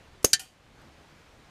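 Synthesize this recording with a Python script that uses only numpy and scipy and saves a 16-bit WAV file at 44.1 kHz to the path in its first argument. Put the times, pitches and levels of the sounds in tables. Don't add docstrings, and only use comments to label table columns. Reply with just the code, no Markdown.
import sys
import numpy as np
from scipy import signal
from scipy.fft import rfft, irfft
from scipy.io import wavfile
from scipy.ndimage import uniform_filter1d

SR = 44100
rng = np.random.default_rng(int(sys.argv[2]) if len(sys.argv) > 2 else 0)


def ratio(d):
    e = np.asarray(d, float) / 20
    return 10 ** e


def dump(signal):
    limited = np.clip(np.atleast_2d(signal).T, -1, 1)
    pcm = np.round(limited * 32767).astype(np.int16)
    wavfile.write(sys.argv[1], SR, pcm)


N = 66150

# (frequency [Hz], density [dB])
FOREST_AIR = [(12, -16), (30, 0), (110, -2), (200, -7), (500, -10.5), (2300, -16), (6500, -27),
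              (15000, -43)]
FOREST_DB, PATCH_DB, SWELL_DB = -55, 1.0, .3
PUFFS_PER_S, PUFF_DB, PUFF_S, PUFF_SPREAD_DB = 60, -59, .0008, 3

# (frequency [Hz], density [dB])
TRIGGER = (.2283, .002, -46, .04, .04)
TRIGGER_AIR = [(880, -38), (1500, -10), (2220, -1), (3480, -8), (7000, -4), (10900, -8), (12800, -12),
               (13500, -63)]
JET = (.2443, .0007, -20, .04, .045)
JET_AIR = [(410, -47), (700, -16), (4100, -14), (5200, -8), (6650, -4), (7690, -13), (9480, -6),
           (13500, -14), (16000, -28)]
VALVE_S, VALVE_HZ, VALVE_DB, VALVE_T60_S = .2442, 14000, -12, .003
# (time [s], frequency [Hz], level [dB], swings [cycles])
PUSH = [(.2445, 410, -14, 1.35), (.24685, 485, -11, 1.0), (.24465, 1190, -21, 2.5), (.2471, 1050, -24, 1.2),
        (.2445, 110, -32, 1.1), (.2514, 440, -25, 1.1), (.2471, 260, -27, 1.0), (.24605, 12500, -21, 7),
        (.24703, 13500, -16, 3), (.2476, 12500, -18, 3), (.2611, 520, -32, .8)]

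# (time [s], level [dB], strength of upper ring [ratio])
CRACKS = [(.24707, 1, .55), (.2477, -13, .8), (.2484, -11, 1.1), (.2495, -17, .5), (.24992, -8, .8),
          (.25068, -12, .8), (.2538, -11, .4), (.2549, -11, .9), (.2560, -17, .5), (.2577, -18, .1),
          (.2600, -26, .5), (.2630, -27, .9)]
# (frequency [Hz], level [dB], t60 [s])
HOUSING = [(6400, 0, .0042), (5300, -8, .004)]
UPPER_HOUSING = [(9600, -2, .0045), (11800, -7, .0025), (8200, -8, .004), (3000, -14, .004)]
UPPER_SPREAD = .1
BENCH = [(330, -43, .15), (548, -37, .11), (250, -33, .04)]
BARREL = [(5900, 0, 0.061), (6573, 0, 0.11), (8441, -5, 0.068), (9383, -6, 0.072), (10440, -4, 0.061),
          (11260, -1, 0.045), (11750, -13, 0.083), (13260, -15, 0.096)]
BARREL_DB = -31

SHELTER = (.250, .004, -31, .14, .14)
SHELTER_AIR = [(88, -43), (150, -13), (450, -4), (960, -16), (3920, -17), (5200, -11), (6510, -10),
               (13400, -18), (16000, -26)]
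WHISTLE = (.252, .004, -34, .17, .17)
WHISTLE_LATE = (.28, .02, -47, .4, .4)
WHISTLE_AIR = [(5500, -40), (6200, -8), (6550, 0), (6900, -8), (7600, -40)]
RETURN = (.28, .025, -46, .4, .3)
RETURN_AIR = [(180, -32), (300, -2), (1280, -23), (1460, -15), (2700, -10), (3950, -16), (6620, -4),
              (13300, -21), (16000, -42)]
# (time [s], frequency [Hz], level [dB], t60 [s])
WALL_TICKS = [
    (.3075, 8500, -44, .006),
    (.3085, 6600, -42, .012),
    (.3280, 9600, -42, .008),
]

STRIKE = (.3318, .0012, -16.5, .045, .05)
STRIKE_AIR = [(59, -45), (200, -33), (970, -36), (1720, -20), (3470, -17), (4670, -7), (6800, -3),
              (9000, -5), (13500, -20), (16000, -36)]
SNAP = (.3318, .0003, -19, .015, .018)
SNAP_AIR = [(5000, -30), (7500, -5), (10300, 0), (12500, -2), (15000, -14)]
STRIKE_TAIL = (.334, .006, -29, .12, .09)
TAIL_AIR = [(700, -50), (1300, -14), (1800, -6), (3100, -3), (4600, 0), (7000, -3), (10500, -12),
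            (15000, -26)]
KNOCK = (.332, .002, -43, .13, .13)
KNOCK_AIR = [(30, -15), (50, -2), (100, 0), (160, 0), (240, -14), (330, -20), (800, -60)]
# (frequency [Hz], level [dB], t60 [s])
STRIKE_TICK = [(5000, -4, .003)]
TRAP = [(2369, -16, .071), (3108, -12, .1), (3698, -14, .049), (3970, -6, .066), (4560, 2.5, .06),
        (5990, -2, .06), (6508, -12, .068), (6740, -10, .07), (7240, -11, .055), (8204, -7, .046),
        (8823, -16, .07), (8979, -13, .045), (9959, -15, .045), (11040, -20, .05),
        (4490, -9, .05), (4665, -11, .07), (4990, -6, .06), (6867, -6, .055), (2790, -13, .055),
             (4186, -14, .06), (3030, -15, .07), (7378, -9, .055), (5830, -9, .05), (5308, -15, .06),
             (6150, -11, .05), (2713, -18, .065), (8420, -10, .04)]
TRAP_WALLS = [(750, -27, .1), (1410, -18, .07), (1470, -21, .08), (1586, -8, .07), (1773, -11, .13),
              (1835, -10, .055), (2010, -19, .08), (1114, -40, .12), (920, -20, .022)]
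TRAP_DB, TRAP_RISE_S, WALL_RISE_S, WALL_WOBBLE = -14, .001, .004, .1
# (time [s], frequency [Hz], level [dB], t60 [s])
BOUNCES = [
    (.3329, 6200, -9, .003),
    (.3335, 7000, -9, .004),
    (.3379, 4900, -6, .006),
    (.3430, 5200, -16, .004),
]

LATE = (.3938, .002, -37, .11, .11)
LATE_TAIL = (.40, .015, -46.5, .4, .19)
LATE_AIR = [(290, -46), (500, -22), (1200, -18), (1820, -9), (2230, -13), (2980, -1), (3340, -8),
            (8830, -5), (13600, -12), (16000, -33)]
LATE_TICK_S, LATE_TICK_DB = .3933, -33
# (time [s], frequency [Hz], level [dB], t60 [s])
LATE_GRAINS = [(.3955, 7000, -39, .008), (.3963, 8900, -36, .01), (.3995, 3050, -39, .016),
               (.3955, 5000, -36, .008), (.4060, 4700, -42, .01), (.4115, 8800, -43, .008),
               (.4340, 3000, -45, .012), (.4170, 755, -51, .12)]
# (frequency [Hz], level [dB], t60 [s])
TRAP_FAR = [(763, -1, .22), (1434, -1, .22), (1845, -1, .18), (2457, -2, .25), (3024, -1, .15),
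            (3166, -2, .3), (4671, -2.5, .33), (6741, -5, .2), (7387, -2, .14), (8155, -1, .18)]
FAR_DB = -51

GUST = (.74, .07, -58, .9, .9)
GUST_AIR = [(70, -20), (170, 0), (350, -3), (800, -7), (1300, -22), (2500, -70)]
TWIG = (.8165, [(8200, -56, .012), (13200, -62, .012)])

# (time [s], level [dB])
DUCK = [(.24, -.3), (.26, -5), (.5, -6), (.56, -6.3), (.64, -3.6), (.72, -1.8), (.78, .3), (1.0, .2),
        (1.5, -.3)]
# (start [s], end [s])
FULL_BAND = [
    (.243, .25),
    (.331, .336),
    (.3925, .396),
]
EDGE_HZ, TAIL_EDGE_HZ, FOREST_EDGE_HZ, RUMBLE_HZ = 16650, 15300, 15000, 25
WOBBLE, GRAIN_DB = .28, 1.0


def evened(x):
    return x / np.sqrt(np.mean(x ** 2) + 1e-20)


def wander(count, size):
    smooth = uniform_filter1d(rng.standard_normal(count), size=size)
    return evened(uniform_filter1d(smooth, size=size))


def read(points, hz):
    f, value = np.transpose(points)
    return np.interp(np.log(hz + 1), np.log(f + 1), value)


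def add(mix, s, sound):
    part = mix[round(s * SR):][:len(sound)]
    part += sound[:len(part)]


def rings(modes, length, rise=.0001, scatter=0, wobble=0):
    t = np.arange(0, length, 1 / SR)
    out = np.zeros(len(t))
    for hz, db, t60 in modes:
        sine = np.sin(2 * np.pi * (hz * t + scatter * rng.random()))
        out += ratio(db - 60 * t / t60) * sine * (1 + wobble * wander(len(t), 150))
    return out * np.minimum(t / rise, 1)


def swing(hz, db, swings):
    turns = np.arange(0, 3 * swings, hz / SR)
    fade = np.exp(-(turns / swings) ** 4) * np.minimum(turns / .15, 1)
    return -ratio(db) * np.sin(2 * np.pi * turns) * fade


def add_burst(mix, air, shape):
    start, rise, level_db, low_t60, high_t60 = shape
    t = np.arange(16384) / SR
    hz = np.fft.rfftfreq(len(t), 1 / SR)
    z = rfft(rng.standard_normal(len(t))) * ratio(read(air, hz)) * (hz < TAIL_EDGE_HZ)
    z /= np.sqrt(np.mean(irfft(z) ** 2))
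    high = hz ** 2 / (hz ** 2 + 6000. ** 2)
    out = irfft(z * (1 - high)) * ratio(-60 * t / low_t60)
    out += irfft(z * high) * ratio(-60 * t / high_t60)
    grain = ratio(level_db + GRAIN_DB * wander(len(t), 30))
    add(mix, start, out * grain * np.minimum(t / rise, 1))


def forest_hush():
    frames, hz = N // 256 + 5, np.fft.rfftfreq(1024, 1 / SR)
    a, b, patches = rng.standard_normal((frames, 513, 3)).T
    patches = uniform_filter1d(patches, size=12, axis=0)
    patches = evened(uniform_filter1d(patches, size=10, axis=1))
    swell = evened(uniform_filter1d(rng.standard_normal(frames), size=12))
    level = read(FOREST_AIR, hz)[:, None] + PATCH_DB * patches + SWELL_DB * swell
    z = (a + 1j * b) * (hz < FOREST_EDGE_HZ)[:, None] * ratio(level)
    return ratio(FOREST_DB) * evened(signal.istft(z, nperseg=1024, noverlap=768)[1][:N])


def wind_puffs():
    level = PUFF_DB + PUFF_SPREAD_DB * np.minimum(rng.exponential(1, N), 4)
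    hits = (rng.random(N) < PUFFS_PER_S / SR) * ratio(level)
    u = np.arange(-200, 200) / SR / PUFF_S
    puff = (1 - u ** 2 / 4) * np.exp(-u ** 2 / 2) * np.exp(-abs(u) / 2)
    puffs = -signal.oaconvolve(hits, puff, "same")
    return puffs - puffs.mean()


def trigger_and_valve():
    out = np.zeros(N)
    add_burst(out, TRIGGER_AIR, TRIGGER)
    add(out, VALVE_S, rings([(VALVE_HZ, VALVE_DB, VALVE_T60_S)], .02))
    add_burst(out, JET_AIR, JET)
    for s, *row in PUSH:
        add(out, s, swing(*row))
    return out


def crack():
    out = np.zeros(N)
    for s, db, share in CRACKS:
        loose = [(hz * (1 + UPPER_SPREAD * rng.uniform(-1, 1)), level, t60) for hz, level, t60 in UPPER_HOUSING]
        upper = rings(loose, .02, .0002, scatter=.3)
        add(out, s, -ratio(db) * (rings(HOUSING, .02) + share * upper))
    start = CRACKS[0][0]
    add(out, start, rings(BENCH, .2, .003, scatter=1, wobble=WOBBLE))
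    add(out, start, ratio(BARREL_DB) * rings(BARREL, .15, .002, scatter=1, wobble=WOBBLE))
    return out


def shelter():
    out = np.zeros(N)
    add_burst(out, SHELTER_AIR, SHELTER)
    add_burst(out, WHISTLE_AIR, WHISTLE)
    add_burst(out, RETURN_AIR, RETURN)
    add_burst(out, WHISTLE_AIR, WHISTLE_LATE)
    for s, *mode in WALL_TICKS:
        add(out, s, rings([mode], .02, .0008, wobble=WOBBLE))
    return out


def trap():
    out = np.zeros(N)
    start = STRIKE[0]
    for air, shape in ((STRIKE_AIR, STRIKE), (SNAP_AIR, SNAP), (KNOCK_AIR, KNOCK), (TAIL_AIR, STRIKE_TAIL)):
        add_burst(out, air, shape)
    add(out, start, rings(STRIKE_TICK, .01))
    plates = rings(TRAP, .25, TRAP_RISE_S, scatter=1, wobble=WOBBLE)
    walls = rings(TRAP_WALLS, .25, WALL_RISE_S, scatter=1, wobble=WALL_WOBBLE)
    add(out, start, ratio(TRAP_DB) * (plates + walls))
    for s, *mode in BOUNCES:
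        add(out, s, rings([mode], .06, .0003, wobble=WOBBLE))
    return out


def late_arrival():
    out = np.zeros(N)
    add(out, LATE_TICK_S, ratio(LATE_TICK_DB) * rings([(4500, 0, .001), (9500, -3, .001)], .01))
    add_burst(out, LATE_AIR, LATE)
    add_burst(out, LATE_AIR, LATE_TAIL)
    add(out, LATE[0], ratio(FAR_DB) * rings(TRAP_FAR, .3, .004, scatter=1, wobble=WOBBLE))
    for s, *mode in LATE_GRAINS:
        add(out, s, rings([mode], .06, .0003, wobble=WOBBLE))
    return out


def gust_and_twig():
    out = np.zeros(N)
    add_burst(out, GUST_AIR, GUST)
    add(out, TWIG[0], rings(TWIG[1], .02, .002, wobble=WOBBLE))
    return out


def scene():
    gain = ratio(np.interp(np.arange(N) / SR, *np.transpose(DUCK)))
    forest = gain * (forest_hush() + wind_puffs() + gust_and_twig())
    rifle = trigger_and_valve() + crack() + shelter()
    return (forest + rifle + trap() + late_arrival())[None]


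def roll_off(x):
    return signal.sosfilt(signal.butter(12, 16830, fs=SR, output="sos"), x)


def band_limited(x, hz):
    return signal.oaconvolve(x, signal.firwin(511, hz, window=("kaiser", 9), fs=SR)[None], "same")


def record(dry):
    rumble_filter = signal.butter(1, RUMBLE_HZ, "high", fs=SR, output="sos")
    x = np.clip(signal.sosfilt(rumble_filter, dry), -1, 1)
    wide = band_limited(x, EDGE_HZ)
    narrow = band_limited(x, TAIL_EDGE_HZ + 300)
    t = np.arange(N) / SR
    loud = sum(1. * (t > start) * (t < end) for start, end in FULL_BAND)
    loud = uniform_filter1d(loud, size=60)
    return roll_off(narrow + loud * (wide - narrow))


dry = scene()
out = record(dry)
dump(out)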